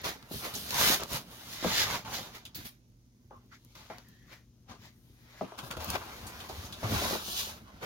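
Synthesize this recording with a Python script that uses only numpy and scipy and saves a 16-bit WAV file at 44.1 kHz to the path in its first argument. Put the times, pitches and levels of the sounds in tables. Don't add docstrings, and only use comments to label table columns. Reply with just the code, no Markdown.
import sys
import numpy as np
from scipy import signal
from scipy.io import wavfile
from scipy.ndimage import uniform_filter1d

SR = 44100
rng = np.random.default_rng(int(sys.argv[2]) if len(sys.argv) > 2 else 0)


def log_audio(samples):
    frames = np.atleast_2d(samples).T
    limited = np.clip(frames, -1, 1)
    pcm = np.round(limited * 32767).astype(np.int16)
    wavfile.write(sys.argv[1], SR, pcm)


N = 346185

# f/Hz, level/dB, t60/s
CARTON_MODES = [(183, -9, 0.18), (248, -5.5, 0.14), (423.7, -3.5, 0.12), (627, 4.5, 0.068),
                (761, 9.5, 0.033), (904, 0, 0.077), (1255, -1, 0.093), (1500, -18.5, 0.036)]


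def rubbing():
    # f/Hz, relative level/dB per Hz
    foam_spectrum = [(1500, -24.5), (2300, -16.5), (2900, -6.5), (3800, -4), (6000, -8.5), (7500, -9.5),
                     (8500, -35)]
    fizz_spectrum = [(7000, -28), (8000, -2), (12000, -3), (16000, -7.5)]
    flap_spectrum = [(1000, -22.5), (1500, -9), (2050, -3), (2400, -8), (3000, -43.5)]
    wall_spectrum = [(150, -26), (300, -6.5), (600, -4), (1000, -0.5), (1600, -6), (1800, -19.5),
                     (2600, -10), (8000, -22.5), (16000, -37.5)]
    bench_spectrum = [(25, -20), (45, -3.5), (75, -0.5), (120, -5), (220, 1), (400, -10.5), (800, -32)]
    # t/s, f/Hz
    loaded_pitch = [(0, 97.5), (.9, 132.4), (1.7, 111.5), (5.5, 105.3), (5.9, 82.1), (6.6, 78), (6.86, 106),
                    (7.1, 76.6), (7.85, 91.2)]
    bench_lag_s = 0.012

    foam_db, fizz_db, wall_db, bench_db, flaps_db = motion()
    bench_gain = uniform_filter1d(amp(bench_db), round(bench_lag_s * SR))
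    (bench_hz,) = follow(loaded_pitch)

    dense = evened(slips(12000, 0.35, 0.54, 0.027))
    grit = evened(slips(400, 1.1, 2.3, 0.011))
    beads = dense + 0.17 * grit
    foam = evened(shifting(colour(beads, foam_spectrum), 2.5))
    fizz = evened(shifting(colour(beads, fizz_spectrum), 1.5))
    flaps = evened(shifting(colour(beads, flap_spectrum), 2.3))

    board = colour(slips(4000, 1.3, 1.0, 0.025), wall_spectrum)
    t = np.arange(4000) / SR
    ring = sum(amp(db - 60 * t / t60) * np.sin(2 * np.pi * hz * t) for hz, db, t60 in CARTON_MODES)
    hollow = signal.oaconvolve(board, ring[None], axes=1)[:, :N]
    wall = evened(shifting(evened(board) + 0.15 * evened(hollow), 3.05))

    jolts = colour(slips(1500, 2.5, 2.4, 0.033), bench_spectrum)
    hum = resonate(jolts, bench_hz, 47.0)
    bench = evened(evened(jolts) + 0.91 * evened(hum))

    beads_mix = amp(foam_db) * foam + amp(fizz_db) * fizz
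    board_mix = amp(wall_db) * wall + amp(flaps_db) * flaps
    return beads_mix + board_mix + bench_gain * bench


def motion():
    # t/s, swell/s, hold/s, fade/s,
    # then foam, fizz, wall, bench and flap level/dB
    stroke_table = [(0.0, 0.02, 0.025, 0.027, -54, -70, -55.5, -65, -54),
                    (0.044, 0.011, 0.042, 0.081, -38.5, -44.5, -40, -45.5, -42),
                    (0.325, 0.032, 0.069, 0.24, -45, -45, -67, -49, -55),
                    (0.452, 0.056, 0.001, 0.12, -42, -44, -38.5, -61, -44.5),
                    (0.539, 0.002, 0.0012, 0.57, -42.5, -43, -52, -46, -56),
                    (0.813, 0.12, 0.13, 0.053, -26.5, -29.5, -33, -41, -32.5),
                    (0.997, 0.0015, 0.035, 0.045, -45.5, -75, -41, -50, -51),
                    (1.129, 0.057, 0.035, 0.059, -37, -40, -38, -43, -44.5),
                    (1.313, 0.063, 0.27, 0.043, -55.5, -56, -57, -69, -62),
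                    (1.531, 0.06, 0.001, 0.098, -44.5, -47.5, -68, -59, -57),
                    (1.641, 0.003, 0.08, 0.087, -62, -49, -39, -43.5, -50),
                    (1.783, 0.23, 0.052, 0.061, -28, -38, -40.5, -47, -33.5),
                    (1.909, 0.15, 0.047, 0.07, -36.5, -44.5, -37.5, -43, -40.5),
                    (2.05, 0.004, 0.026, 0.34, -54, -71, -44.5, -49, -56),
                    (2.146, 0.078, 0.00091, 0.15, -37, -43, -41, -44.5, -43.5),
                    (2.352, 0.031, 0.0085, 0.054, -48.5, -54, -53, -74, -49.5),
                    (2.558, 0.003, 0.047, 0.12, -50.5, -55, -60, -51.5, -53.5),
                    (2.656, 0.018, 0.013, 0.052, -47, -46, -56.5, -55, -53),
                    (3.304, 0.0054, 0.11, 0.13, -99, -97, -69.5, -64, -100),
                    (3.524, 0.02, 0.03, 0.045, -61.5, -74, -75, -78, -60),
                    (3.753, 0.0053, 0.001, 0.32, -55.5, -64, -57.5, -60, -59.5),
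                    (3.9, 0.0028, 0.001, 0.13, -62, -78, -49, -55, -51.5),
                    (4.33, 0.078, 0.001, 0.084, -56, -64, -58, -71, -53.5),
                    (4.697, 0.021, 0.02, 0.076, -57.5, -86, -49, -54, -59.5),
                    (4.854, 0.091, 0.00085, 0.08, -55, -65, -62, -60, -58),
                    (5.397, 0.26, 0.001, 0.058, -58, -68, -63, -78, -57),
                    (5.415, 0.004, 0.001, 0.2, -65, -76, -50, -58, -62),
                    (5.582, 0.01, 0.012, 0.046, -52, -56, -45, -48, -75),
                    (5.641, 0.04, 0.041, 0.053, -57, -55.5, -47, -49, -71),
                    (5.708, 0.0046, 0.001, 0.092, -50, -57, -40, -45.5, -52),
                    (5.768, 0.002, 0.001, 0.04, -51, -53, -39.5, -38, -61),
                    (5.805, 0.016, 0.032, 0.083, -47, -51, -42, -51, -50),
                    (5.892, 0.075, 0.063, 0.05, -45, -49, -42, -42, -54),
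                    (5.956, 0.04, 0.0037, 0.025, -61, -58, -34.5, -48, -41.5),
                    (5.983, 0.05, 0.48, 0.11, -55.5, -58.5, -50.5, -54.5, -57),
                    (6.487, 0.005, 0.18, 0.085, -51.5, -56, -54.5, -52, -57.5),
                    (6.836, 0.019, 0.15, 0.14, -58, -72, -38.5, -39.5, -49.5),
                    (6.946, 0.17, 0.2, 0.11, -37.5, -41.5, -39.5, -43, -43),
                    (7.289, 0.15, 0.05, 0.12, -40, -43, -63, -77, -59),
                    (7.367, 0.049, 0.046, 0.11, -35, -40.5, -67, -73, -52),
                    (7.834, 0.03, 0.02, 0.087, -56, -57, -39.5, -44.5, -46.5)]
    # t/s, foam, fizz, wall, bench and flap level/dB
    contact_table = [(0, -75, -89, -66, -53, -65), (0.299, -65, -65, -57, -60, -66),
                     (1.249, -69, -83, -58, -57.5, -72), (2.4, -67, -90, -77, -62, -77),
                     (2.841, -87, -92.5, -82, -67.5, -92), (3.29, -88, -91, -88, -63, -86),
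                     (3.735, -68, -74, -76.5, -66.5, -83), (4.14, -69.5, -78, -80.5, -60.5, -89.5),
                     (4.48, -84, -87.5, -88, -63.5, -101), (4.64, -85.5, -98, -80.5, -64, -91),
                     (4.94, -84.5, -75.5, -80, -62.5, -87), (5.1, -73.5, -73, -79, -61.5, -91),
                     (5.554, -92.5, -74, -54, -72, -90), (6.8, -61, -68, -53.5, -51, -77),
                     (7.5, -47, -50.5, -49.5, -54, -54.5), (7.64, -73, -77, -62, -55, -71),
                     (7.85, -66, -84, -57, -54, -68)]
    t = np.arange(0, N / SR, .001)
    every = np.arange(N) / SR
    s, swell, hold, fade, *layers = np.transpose(stroke_table)[:, :, None]
    before, after = np.maximum(s - t, 0), np.maximum(t - s - hold, 0)
    shape_db = -20 * (before / swell + after / fade)
    levels = []
    for db, light in zip(layers, follow(contact_table)):
        stroke_power = (amp(db + shape_db) ** 2).sum(0)
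        power = np.interp(every, t, stroke_power) + amp(light) ** 2
        levels.append(10 * np.log10(power))
    return levels


def slips(per_s, spread_db, clump_db, clump_s):
    width = round(clump_s * SR)
    clumps = evened(uniform_filter1d(uniform_filter1d(rng.standard_normal(N), width), width))
    size = amp(spread_db * np.minimum(rng.exponential(1, (2, N)), 4) + clump_db * clumps)
    return size * rng.standard_normal((2, N)) * (rng.random((2, N)) < per_s / SR)


def shifting(x, depth_db):
    hz, t, z = signal.stft(x, SR, nperseg=1024, noverlap=768)
    patches = uniform_filter1d(rng.standard_normal((len(t), len(hz))), size=9, axis=0)
    patches = uniform_filter1d(patches, size=2, axis=1)
    return signal.istft(z * amp(depth_db * evened(patches).T), SR, nperseg=1024, noverlap=768)[1][:, :N]


def squeaks():
    # t/s, length/s, f/Hz, width/Hz, level/dB
    squeak_table = [(0.711, 0.13, 990, 147, -38.5), (1.922, 0.05, 1004, 180, -37),
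                    (3.313, 0.086, 1080, 180, -58.5), (3.512, 0.038, 1340, 600, -55),
                    (3.65, 0.12, 2190, 180, -77), (3.982, 0.34, 1870, 300, -69.5),
                    (4.01, 0.32, 3300, 200, -82), (7.705, 0.072, 2030, 182, -68)]
    out = np.zeros((2, N))
    for s, length, hz, width_hz, db in squeak_table:
        size = round(length * SR)
        waver = evened(uniform_filter1d(rng.standard_normal(16000), size=2500))
        waver_hz = hz * (1 + 0.025 * waver)
        once = resonate(rng.standard_normal((2, 16000)), waver_hz, width_hz)
        air = resonate(once, waver_hz, width_hz)
        add(out, s, amp(db) * evened(air)[:, :size] * signal.windows.tukey(size, .6))
    return out


def knocks():
    # t/s, level/dB, f/Hz favoured by the hardness of the blow, factor on the t60
    knock_table = [(0.156, -44.5, 388, 0.64), (0.312, -30, 350, 0.14), (0.341, -36, 350, 0.26),
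                   (0.557, -41.5, 430, 0.7), (0.9, -25, 300, .15), (1.018, -33.5, 870, 0.22),
                   (1.627, -30.5, 290, 0.17), (1.646, -20, 530, 0.24), (1.6556, -24, 257, 0.45),
                   (2.246, -48, 600, 1), (3.309, -45, 950, 1.24), (3.756, -58, 1100, 0.65),
                   (3.9, -38.5, 690, 0.96), (3.983, -44, 990, 0.091), (4.694, -50, 1160, 0.53),
                   (5.4109, -27.5, 680, 0.55), (5.415, -31, 340, 1.02), (5.5215, -36.5, 810, 0.18),
                   (5.768, -39, 544, 0.65), (5.952, -28.5, 1000, 0.36), (6.495, -35, 754, 1.06),
                   (6.83, -32.5, 880, 0.29), (6.919, -28, 362, 0.4), (7.019, -30.5, 580, 0.87),
                   (7.049, -30, 670, 0.54), (7.109, -29, 600, 0.93), (7.13, -26.5, 406, 0.26),
                   (7.153, -25.5, 500, 0.33), (7.281, -40, 560, .3), (7.472, -40, 750, 0.26)]
    out, t = np.zeros((2, N)), np.arange(8000) / SR
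    draws = rng.uniform(-0.89, 1, (len(knock_table), 3, len(CARTON_MODES)))
    for (s, db, corner_hz, damping), draw in zip(knock_table, draws):
        ring = 0
        for (hz, level, t60), a, b, c in zip(CARTON_MODES, *draw):
            decay = amp(level + 3.0 * a - 60 * t / (t60 * damping))
            ratio = hz / corner_hz
            favour = ratio / (1 + ratio ** 4)
            ring = ring + decay * favour * np.sin(2 * np.pi * hz * (1 + 0.071 * b) * t + 2.26 * c)
        ring *= 1 - np.exp(-t * corner_hz / 0.66)
        phase = t * corner_hz * 11.0
        push = phase ** 2 * np.exp(-phase) * (1 - t * corner_hz * 2.0)
        noise = rng.standard_normal((2, len(t)))
        rattle = evened(band_noise(noise, 4, corner_hz / 2.9, corner_hz * 1.36))
        rattle = rattle * amp(-60 * t / (.16 * damping)) * np.minimum(t / 0.0066, 1)
        add(out, s, amp(db) * (ring / abs(ring).max() - 1.5 * push + 0.45 * rattle))
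    return out


def scuffs():
    # t/s, level before halving/dB, f/Hz, t60/s
    scuff_table = [(0.321, -40, 14000, .03), (0.551, -27, 6100, 0.07), (2.051, -42, 2610, 0.047),
                   (2.452, -36, 3350, 0.094), (2.5512, -32.5, 14900, 0.09), (2.546, -36, 4340, 0.11),
                   (3.7524, -45, 4500, 0.037), (5.5888, -30, 3100, 0.03), (5.711, -30, 3060, 0.037),
                   (5.7101, -22, 1250, 0.028), (5.586, -34, 1270, 0.054), (6.267, -36.5, 8100, 0.13),
                   (6.4026, -36, 3420, 0.065), (6.492, -38, 4320, 0.065), (6.65, -40.5, 6200, 0.12),
                   (6.7242, -33.5, 3680, 0.11), (7.828, -40, 3900, 0.032)]
    # f/Hz, width/Hz, level/dB
    block_modes = [(1290, 360, -13), (3230, 600, 3), (4730, 390, 18), (6960, 1700, 14)]
    sag, sag_s, note_width = .2, .005, .1
    out, t = np.zeros((2, N)), np.arange(5000) / SR
    for s, db, hz, t60 in scuff_table:
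        burst = rng.standard_normal((2, len(t)))
        band = band_noise(burst, 1, hz / 1.14, min(hz * 1.12, 20000))
        note = resonate(burst, hz * (1 + sag * np.exp(-t / sag_s)), note_width * hz)
        block = sum(amp(level) * resonate(burst, np.full(len(t), f), width) for f, width, level in block_modes)
        tinted = evened(evened(band) + 0.58 * evened(block) + 0.32 * evened(note))
        add(out, s, amp(db - 60 * t / t60) * tinted * np.minimum(t / 0.00066, 1) / 2)
    return out


def ticks():
    # t/s, level/dB, centre f/Hz
    tick_table = [(0.016, -42, 9000), (0.2264, -43, 1790), (0.7065, -24, 4800), (0.7433, -24.5, 4800),
                  (0.9635, -45, 4600), (1.005, -34, 4900), (1.0345, -27.5, 5250), (1.132, -26, 11000),
                  (2.4522, -44, 8000), (3.648, -50, 9000), (3.9833, -42.5, 3300), (4.0862, -51, 9100),
                  (5.713, -49, 6500), (5.7692, -39, 1300), (5.845, -30.5, 11000), (5.902, -22.5, 7000)]
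    t60_s = 0.014
    out, t = np.zeros((2, N)), np.arange(900) / SR
    for s, db, hz in tick_table:
        crack = band_noise(rng.standard_normal((2, len(t))), 1, hz / 1.9, min(hz * 1.9, 20000))
        add(out, s, amp(db - 60 * t / t60_s) * evened(crack) * np.minimum(t / 0.00056, 1))
    return out


def thumps():
    # t/s, level/dB, f/Hz, t60/s
    thump_table = [(1.119, -36, 110, 0.079), (5.631, -26, 125, .05), (5.772, -36.5, 80, 0.3),
                   (6.233, -31, 100, .06), (6.525, -37, 70, .2), (6.582, -29, 83, 0.081),
                   (6.839, -24, 114, 0.15)]
    rise_s = 0.0095
    out, t = np.zeros((2, N)), np.arange(8000) / SR
    for s, db, hz, t60 in thump_table:
        envelope = amp(db - 60 * t / t60) * (1 - np.exp(-t / rise_s))
        add(out, s, envelope * np.sin(2 * np.pi * hz * t)[None])
    return out


def room():
    # f/Hz, relative level/dB per Hz
    air_spectrum = [(15, -29.5), (30, -19), (52, 10), (85, -21), (120, -18.5), (240, -9), (330, -13),
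                    (500, -21.5), (1400, -37), (3500, -32.5), (6000, -25), (16000, -45.5)]
    # f/Hz, rms level/dB
    hum_table = [(120, -65), (240, -72.5)]
    t = np.arange(N) / SR
    air = amp(-67.5) * evened(colour(rng.standard_normal((2, N)), air_spectrum))
    hum = sum(np.sqrt(2) * amp(db) * np.sin(2 * np.pi * (hz * t + rng.random())) for hz, db in hum_table)
    return air + hum * [[1], [0]]


def walls(x):
    t = np.arange(12000) / SR
    sign = rng.choice([-1., 1.], (2, len(t)))
    present = rng.random((2, len(t))) < 2500 / SR
    taps = sign * present * amp(-60 * t / 0.076) * (t > .004)
    return signal.oaconvolve(x, taps / np.linalg.norm(taps[0]), axes=1)[:, :N]


def ports(streams):
    # t/s, left over right level/dB, left lag/samples
    place_table = [(0, -1, 8.5), (2.2, -0.5, 3), (2.801, -1.5, 13.5), (3.599, 1, 4.5), (4.2, 2, 2.5),
                   (4.6, 2.5, -3.5), (5.3, 2, -9), (5.5, 1.5, 5), (7.85, -0.2, 10)]
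    # f/Hz, coherence/1
    likeness = [(60, 0.95), (250, 0.96), (600, 0.67), (1400, 0.43), (3000, 0.22), (15000, 0.1406)]
    hz, t, (direct, scattered) = signal.stft(streams, SR, nperseg=256, noverlap=192)
    s, pan_db, lag = np.transpose(place_table)
    same = np.clip(read(likeness, hz), 0, 1)[:, None]
    late = np.exp(-2j * np.pi * hz[:, None] * np.interp(t, s, lag) / SR)
    left = same * late * direct + np.sqrt(1 - same ** 2) * scattered
    tilt = amp(np.interp(t, s, pan_db) / 2)
    return signal.istft(np.array([left * tilt, direct / tilt]), SR, nperseg=256, noverlap=192)[1][:, :N]


def amp(db):
    return 10 ** (np.asarray(db) / 20)


def evened(x):
    return x / np.sqrt(np.mean(x ** 2) + 1e-20)


def read(points, hz):
    f, value = np.transpose(points)
    return np.interp(np.log(hz + 1), np.log(f + 1), value)


def follow(rows):
    s, *columns = np.transpose(rows)
    return [np.interp(np.arange(N) / SR, np.maximum.accumulate(s), c) for c in columns]


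def add(mix, s, sound):
    part = mix[..., round(s * SR):][..., :sound.shape[-1]]
    part += sound[..., :part.shape[-1]]


def band_noise(x, order, low_hz, high_hz):
    return signal.sosfilt(signal.butter(order, [low_hz, high_hz], "band", fs=SR, output="sos"), x)


def colour(x, points):
    log_gain = np.log(amp(read(points, abs(np.fft.fftfreq(8192, 1 / SR)))))
    taps = np.fft.ifft(np.exp(np.conj(signal.hilbert(log_gain)))).real[:4096]
    return signal.oaconvolve(x, taps[None], axes=1)[:, :N]


def resonate(x, hz, width_hz):
    turn = np.exp(2j * np.pi * np.cumsum(hz) / SR)
    r = np.exp(-np.pi * width_hz / SR)
    return 2 * (turn * signal.lfilter([1 - r], [1, -r], x / turn)).real


def scene():
    hits = knocks() + scuffs()
    snaps = ticks()
    reflected = walls(hits + amp(-6) * snaps)
    tail = signal.sosfilt(signal.butter(2, 300, "high", fs=SR, output="sos"), reflected)
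    near = rubbing() + squeaks() + thumps() + hits + snaps
    return ports(near + room()) + amp(-3.5) * tail


def record(dry):
    # f/Hz, gain/dB
    mic_response = [(5000, 0.5), (6600, 1), (7800, -8), (9000, -1.5), (11000, 1), (13500, 3.5), (16000, 2)]
    edge_hz = 16050
    low_pass = signal.firwin(511, edge_hz, window=("kaiser", 9), fs=SR)
    return signal.oaconvolve(colour(dry, mic_response), low_pass[None], "same")


dry = scene()
out = record(dry)
log_audio(out)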